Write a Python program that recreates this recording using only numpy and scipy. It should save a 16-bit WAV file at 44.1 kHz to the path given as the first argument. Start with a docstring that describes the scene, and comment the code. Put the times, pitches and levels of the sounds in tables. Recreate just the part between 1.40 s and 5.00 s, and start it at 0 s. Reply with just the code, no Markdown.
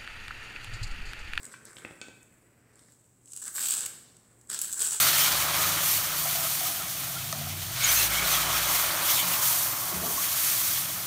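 """Tearing onion leaves

Gloved hands tear the tough outer leaves off long onions over a plate in a quiet kitchen.
Snapping fibres are short bursts of noise, with louder single cracks; trimmings knock on plate and
table, made of resonances struck and kept rough by noise. Room noise, a hum and two thin whines
lie below, a noise tail is the room's echo, and the small microphone rings near 8 kHz."""
import sys
import numpy as np
from scipy import signal
from scipy.fft import rfft, irfft
from scipy.io import wavfile
from scipy.ndimage import uniform_filter1d

SR = 44100
rng = np.random.default_rng(int(sys.argv[2]) if len(sys.argv) > 2 else 0)


def dump_mix(stems):
    """Bounce the given channels to the path in sys.argv[1] as a 16-bit WAV at rate SR."""
    frames = np.atleast_2d(stems).T  # one column per channel
    limited = np.clip(frames, -1, 1)  # hard clip at full scale
    pcm = np.round(limited * 32767).astype(np.int16)
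    wavfile.write(sys.argv[1], SR, pcm)


N = 158760

MIC_FLAT_DB = -16  # the microphone away from its resonance


def amp(db):
    """Turn decibels into a gain."""
    return 10 ** (np.asarray(db, float) / 20)


def unit(x):
    """Scale a signal to an rms of 1."""
    return x / np.sqrt(np.mean(x ** 2))


def band(x, low_hz, high_hz):
    """Keep only the frequencies between two limits."""
    return signal.sosfilt(signal.butter(2, [low_hz, high_hz], "band", fs=SR, output="sos"), x)


def peak(x, hz, width_hz):
    """One resonance, with a gain of 1 at its centre."""
    return signal.lfilter(*signal.iirpeak(hz, hz / width_hz, SR), x)


def fade(count, t60_s):
    """Exponential decay that falls by 60 dB in t60_s."""
    return 1000. ** (-np.arange(count) / SR / t60_s)


def walk(rate_hz):
    """Random levels, each held for 1 / rate_hz seconds, with smoothed steps and an rms of 1."""
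    hold = int(SR / rate_hz)
    levels = rng.standard_normal(N)[:N // hold + 1]
    steps = np.repeat(levels, hold)[:N]
    return unit(uniform_filter1d(steps, hold // 2 + 1))


def mic(x):
    """The microphone passes all sound evenly, while its port resonates narrowly on a wide skirt."""
    port_hz, width_hz, skirt_width_hz, skirt_db = 7895, 600, 2400, -10
    ringing = peak(x, port_hz, width_hz)
    skirt = amp(skirt_db) * peak(x, port_hz, skirt_width_hz)
    return amp(MIC_FLAT_DB) * x + ringing + skirt


def air():
    """Room noise is shaped noise that swells gently; the hum and two whines are unsteady sines."""
    # colour of the room noise before the microphone: (frequency [Hz], relative level per Hz [dB])
    noise_colour = [(25, -27), (50, -10.5), (120, -5.5), (330, -10.5), (700, -19.5), (1670, -24.5),
                    (3000, -31.5), (5600, -43), (8000, -41.5), (11000, -78), (14000, -38), (16000, -36)]
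    # hum and whines before the microphone: (frequency [Hz], rms wander [Hz], middle peak level [dB])
    steady_tones = [(118, 3, -52), (10690, 30, -75), (13360, 45, -70)]
    noise_db, swell_db, flicker_db = -48.5, 1.5, 2.5
    hz_grid = np.arange(N // 2 + 1) * SR / N + 1  # 1 Hz added so that the logarithm exists
    rows = np.array(noise_colour)
    colour_db = np.interp(np.log(hz_grid), np.log(rows[:, 0]), rows[:, 1])
    noise = irfft(rfft(rng.standard_normal(N)) * amp(colour_db), N)
    tones = 0
    for hz, wander_hz, db in steady_tones:
        loudness = amp(db + flicker_db * walk(45))
        phase = 2 * np.pi * np.cumsum(hz + wander_hz * walk(230)) / SR
        tones = tones + loudness * np.sin(phase)
    return amp(noise_db + swell_db * walk(1.0)) * unit(noise) + tones


def room(x):
    """The room answers with a dense tail of echoes that dies sooner in the treble."""
    room_db, low_t60_s, high_t60_s, delay_s = -5.5, 0.78, 0.48, .004
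    noise = rng.standard_normal(SR)
    low = signal.lfilter(*signal.butter(1, 3000, fs=SR), noise)
    tail = low * fade(SR, low_t60_s) + (noise - low) * fade(SR, high_t60_s)
    tail = np.r_[np.zeros(int(delay_s * SR)), tail / np.sqrt(np.sum(tail ** 2))]
    return amp(room_db) * signal.fftconvolve(x, tail)[:N]


def ring(modes, chance):
    """A struck body rings in its modes, kept rough by a rattle that is also heard between them."""
    strike = 60  # first push, in units of the rattle
    spread_db, width_hz, rattle_db, rattle_t60_s = 2, 36, -21, .3
    shake = np.r_[strike, chance[1:]]
    x = 0
    for (hz, db, t60_s), luck in zip(modes, chance):
        # every hit excites each mode a little differently
        x = x + amp(db + spread_db * luck) * peak(shake, hz, width_hz) * fade(len(shake), t60_s)
    rattle = band(chance, 300, 2400) * fade(len(shake), rattle_t60_s)
    x = x + amp(rattle_db) * rattle
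    return x / np.abs(x).max()


def knocks():
    """Landing trimmings give a tick and a plate ring, both dull if soft, and a thud of the table."""
    # landings: (time [s], tick's peak level away from the microphone's resonance [dB], tick pitch [Hz],
    # plate ring against tick before softening [dB], top of the softened sound [Hz],
    # table thud against tick before its band limits [dB])
    landings = [(.140, -33.5, 1430, -2.5, 2650, -11), (0.368, -35, 2940, -10, 5000, -7),
                (0.383, -41, 2800, -31, 3900, -13), (0.449, -28, 2300, -9, 2580, -1.5),
                (0.476, -41, 2400, -10, 2840, 1), (0.509, -47, 2930, -14, 2800, 12.5),
                (0.615, -36.5, 2830, 7.5, 9500, 1.5), (0.684, -55, 2000, 15, 9150, 19)]
    # ways the plate rings: (frequency [Hz], middle relative level [dB], decay by 60 dB [s])
    plate_modes = [(1540, -2, .3), (1950, -8, .12), (2330, -4, .3), (2546, 0, .5), (3120, -10, .12),
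                   (3450, -7, .4), (4377, -14, .3), (5445, -15, .3), (6630, -19, .3)]
    # ways the table top rings: (frequency [Hz], middle relative level [dB], decay by 60 dB [s])
    table_modes = [(115, -2, .2), (200, -5, .15), (265, 0, .2), (325, -3, .2), (400, -5, .15),
                   (500, -5, .15)]
    tick_t60_s, tick_width = .014, .6  # width as a share of the tick's pitch
    out = np.zeros(N)
    chances = rng.standard_normal((len(landings), SR // 2))
    for (s, db, hz, ring_db, top_hz, thud_db), chance in zip(landings, chances):
        soften = signal.butter(4, top_hz, fs=SR)
        push = np.r_[4, chance[1:]] * fade(len(chance), tick_t60_s)
        tick = peak(peak(push, hz, hz * tick_width), hz, 2 * hz)
        tick = signal.lfilter(*soften, tick)
        plate = signal.lfilter(*soften, ring(plate_modes, chance))
        # shifted noise makes the table rattle differently from the plate
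        thud = band(ring(table_modes, np.roll(chance, 20)), 61, 1200)
        hit = tick / np.abs(tick).max() + amp(ring_db) * plate + amp(thud_db) * thud
        out[int(s * SR):][:len(chance)] += amp(db - MIC_FLAT_DB) * hit
    return out


def band_db(rows):
    """Turn (level, three levels against it) into the level of each of the four bands."""
    main = rows[:, :1]
    return main + np.c_[0 * rows[:, 0], rows[:, 1:]]


def leaf(x, k, grip=1):
    """Filter noise to one band of leaf sound; the hollow stalk colours the low band, more when gripped."""
    # main, low, middle and top band: (lower limit [Hz], upper limit [Hz])
    band_limits = [(6000, 10000), (800, 2300), (2300, 6000), (10000, 15500)]
    stalk_hz, stalk_width_hz, stalk_flat_db = 1600, 420, -6
    if k == 0:  # gentler slopes for the main band
        return signal.lfilter(*signal.butter(1, band_limits[k], "band", fs=SR), x)
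    y = band(x, *band_limits[k])
    if k == 1:
        return amp(stalk_flat_db) * y + grip * peak(y, stalk_hz, stalk_width_hz)
    return y


def cracks():
    """Each loud snap is a sudden click on a short noise tail with its own colour."""
    # snaps through the microphone: (time [s], peak level of 6-10 kHz [dB], then against that level:
    # 800-2300 Hz [dB], 2300-6000 Hz [dB], 10-15.5 kHz [dB])
    loud_snaps = [(0.0308, -33, -20, -17, -17), (0.0433, -35, -21, -14, -20), (0.0524, -29, -24, -13, -24),
                  (0.0643, -34, -16, -6, -16), (0.2529, -30, -40, -20, -12), (0.3309, -37, -8, -3, -11),
                  (0.8292, -42, -17, -16, -27), (1.3555, -48, -12, -15, -15), (1.3923, -45, -18, -4, -24),
                  (1.484, -54, -1, -1, -16), (1.5204, -46, -25, -15, -18), (1.643, -62, -10, 7, -6),
                  (1.8574, -41, -38, -15, -11), (1.8749, -51, -17, 6, -17), (1.92, -33, -34, -16, -21),
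                  (1.9335, -24, -33, -11, -19), (1.9629, -26, -40, -19, -16), (1.9733, -26, -30, -14, -13),
                  (2.0219, -24, -20, -16, -15), (2.0384, -26, -41, -18, -9), (2.0794, -20, -29, -12, -13),
                  (2.1454, -30, -21, -10, 1), (2.158, -23, -31, -16, -2), (2.1729, -21, -23, -11, -5),
                  (2.1803, -21, -5, 1, -10), (2.1925, -19, -31, -7, -1), (2.206, -21, -23, -14, 0),
                  (2.2345, -15, -19, -7, -5), (2.2572, -18, -21, -4, -8), (2.2717, -20, -21, 1, -4),
                  (2.2846, -13, -26, -11, -6), (2.2985, -18, -18, -5, -3), (2.308, -16, -24, -15, -10),
                  (2.3246, -17, -26, -12, -7), (2.338, -16, -27, -16, -10), (2.4061, -19, -25, -15, -17),
                  (2.4578, -20, -26, -9, -6), (2.4608, -15, -26, -7, -3), (2.4625, -17, -26, -4, -14),
                  (2.7673, -40, -22, -8, -26), (3.0126, -46, -21, -19, -24), (3.0724, -43, -26, -12, -11),
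                  (3.0994, -17, -23, -17, -25), (3.1152, -22, -14, -9, -6), (3.1312, -21, -20, -9, -3),
                  (3.1379, -20, -39, -9, -8), (3.1446, -17, -17, -5, -20), (3.1898, -15, -27, -12, -14),
                  (3.2157, -10, -28, -14, 1), (3.2204, -17, -34, -18, -1), (3.2309, -27, -35, -14, 4),
                  (3.2444, -17, -19, -12, -11), (3.2527, -22, -29, -22, -6), (3.317, -22, -30, -14, -12),
                  (3.3272, -15, -31, -15, -7), (3.332, -19, -28, -14, -10), (3.4116, -18, -24, -9, -4),
                  (3.4175, -20, -20, -9, -8), (3.4305, -17, -20, -8, -3), (3.4477, -15, -21, -12, -12),
                  (3.4658, -18, -23, -12, -12), (3.5071, -17, -25, -14, -19), (3.5201, -17, -19, -13, -14),
                  (3.53, -18, -37, -15, -11), (3.5459, -21, -12, -3, -5)]
    # time in which the tail falls by 60 dB: one value for each band, main, low, middle, top [s]
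    tail_t60 = [.013, .018, .009, .005]
    attack_s = .0006  # rise of the tail, and moment of the click
    click_db = 18  # brighter snaps click harder, dull ones are bursts
    count = 2048
    rows, out = np.array(loud_snaps), np.zeros(N + count)
    noises = rng.standard_normal((len(rows), count))
    noises *= 1 - np.exp(-np.arange(count) / SR / attack_s)
    noises[:, int(attack_s * SR)] = amp(click_db + rows[:, -1] / 2)
    for s, dbs, noise in zip(rows[:, 0], band_db(rows[:, 1:]), noises):
        for k, t60_s in enumerate(tail_t60):
            x = leaf(noise * fade(count, t60_s), k)
            out[int(s * SR):][:count] += x / np.abs(mic(x)).max() * amp(dbs[k])
    return out[:N]


def tearing():
    """Dense fibre snaps of uneven size and colour burst over a rustle, coming in surges."""
    # course of the tearing: (time [s], level setting of 6-10 kHz [dB], then against that level:
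    # 800-2300 Hz [dB], 2300-6000 Hz [dB], 10-15.5 kHz [dB])
    tear_course = [(0, -53, -4.5, -6.5, -19), (0.1, -67, 11.5, 1, -14), (0.123, -48, -11, -6, -25),
                   (0.16, -59.5, -5, 4, -21), (0.24, -60.5, 4.5, -9, -22), (0.264, -56.5, 1.5, 3, -22),
                   (0.385, -53.5, -5.5, -24, -23), (0.43, -56.5, 3.5, -3.5, -23),
                   (0.8, -63, -4.5, -13, -12), (1.3, -68, 5, -4, -14), (1.37, -61, -0.5, -4, -24),
                   (1.55, -60.5, -13, -8.5, -15), (1.8, -70, -20, -37, -11), (1.9, -52.5, -27, -30, -35),
                   (1.93, -50.5, -29, -20, -29), (2.081, -39.5, -18, -12.5, -19),
                   (2.131, -52.5, -18, -26, -2), (2.161, -34, -20.5, -9.5, -7),
                   (2.3, -29, -27.5, -9.5, -12), (2.444, -38.5, -13, -7, -20), (2.48, -51, -9.5, -9.5, -31),
                   (2.7, -64, -5, 0.5, -28), (3.076, -63.5, -8, -16, -12), (3.104, -38.5, -13.5, -6, -36),
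                   (3.17, -41.5, -11.5, 0, -15), (3.2, -40, -21, -11, -20), (3.27, -38.5, -22, -7.5, -11),
                   (3.37, -38, -23, -24, -17), (3.411, -28.5, -21.5, -9, -14),
                   (3.49, -34, -22.5, -12.5, -17), (3.55, -29, -19.5, -8.5, -21), (3.6, -48, -27, -11, -20)]
    # time in which a snap falls by 60 dB: one value for each band, main, low, middle, top [s]
    snap_t60 = [.002, .006, .0025, .0012]
    snaps_per_s, size_spread_db, size_most_db, colour_spread_db = 960, 5, 7, 4
    rustle_db, surge_db, surges_per_s = -5, 1.5, 63
    snapping_from_db, snap_db_per_db = -50, .5  # below this level, snaps weaken against the rustle
    handling_db = -6  # low rumble of the grip, against the 800-2300 Hz band
    rows, t = np.array(tear_course), np.arange(N) / SR
    happens = rng.random(N) < snaps_per_s / SR
    snaps = happens * amp(np.minimum(size_spread_db * rng.exponential(size=N), size_most_db))
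    noise = amp(surge_db * walk(surges_per_s)) * rng.standard_normal(N)
    dbs = [np.interp(t, rows[:, 0], db) for db in band_db(rows[:, 1:]).T]
    force = amp(np.minimum(snap_db_per_db * (dbs[0] - snapping_from_db), 0))
    out = 0
    for k, t60_s in enumerate(snap_t60):
        coloured = snaps * amp(colour_spread_db * rng.uniform(-1, 1, N))
        # the power of every snap decays and adds to that of the others
        keep_power = 1e-6 ** (1 / t60_s / SR)
        burst = np.sqrt(signal.lfilter([1], [1, -keep_power], coloured ** 2))
        grip = force ** 4 * amp(surge_db * 2 * walk(surges_per_s / 2))
        x = leaf((force * unit(burst) + amp(rustle_db)) * noise, k, grip)
        out = out + x / np.std(mic(x)) * amp(dbs[k])
    rumble = unit(band(noise, 164, 596))
    return out + rumble * amp(dbs[1] + handling_db - MIC_FLAT_DB)


def scene():
    """Hands, plate and room reach both channels alike."""
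    near = tearing() + cracks() + knocks()
    return np.tile(near + room(near) + air(), (2, 1))


def record(dry):
    """The microphone colours the sound, then a steep filter cuts everything above 15750 Hz."""
    top_cut = signal.ellip(10, .2, 80, 15750, fs=SR, output="sos")
    return signal.sosfilt(top_cut, mic(dry))


dry = scene()
out = record(dry)
dump_mix(out)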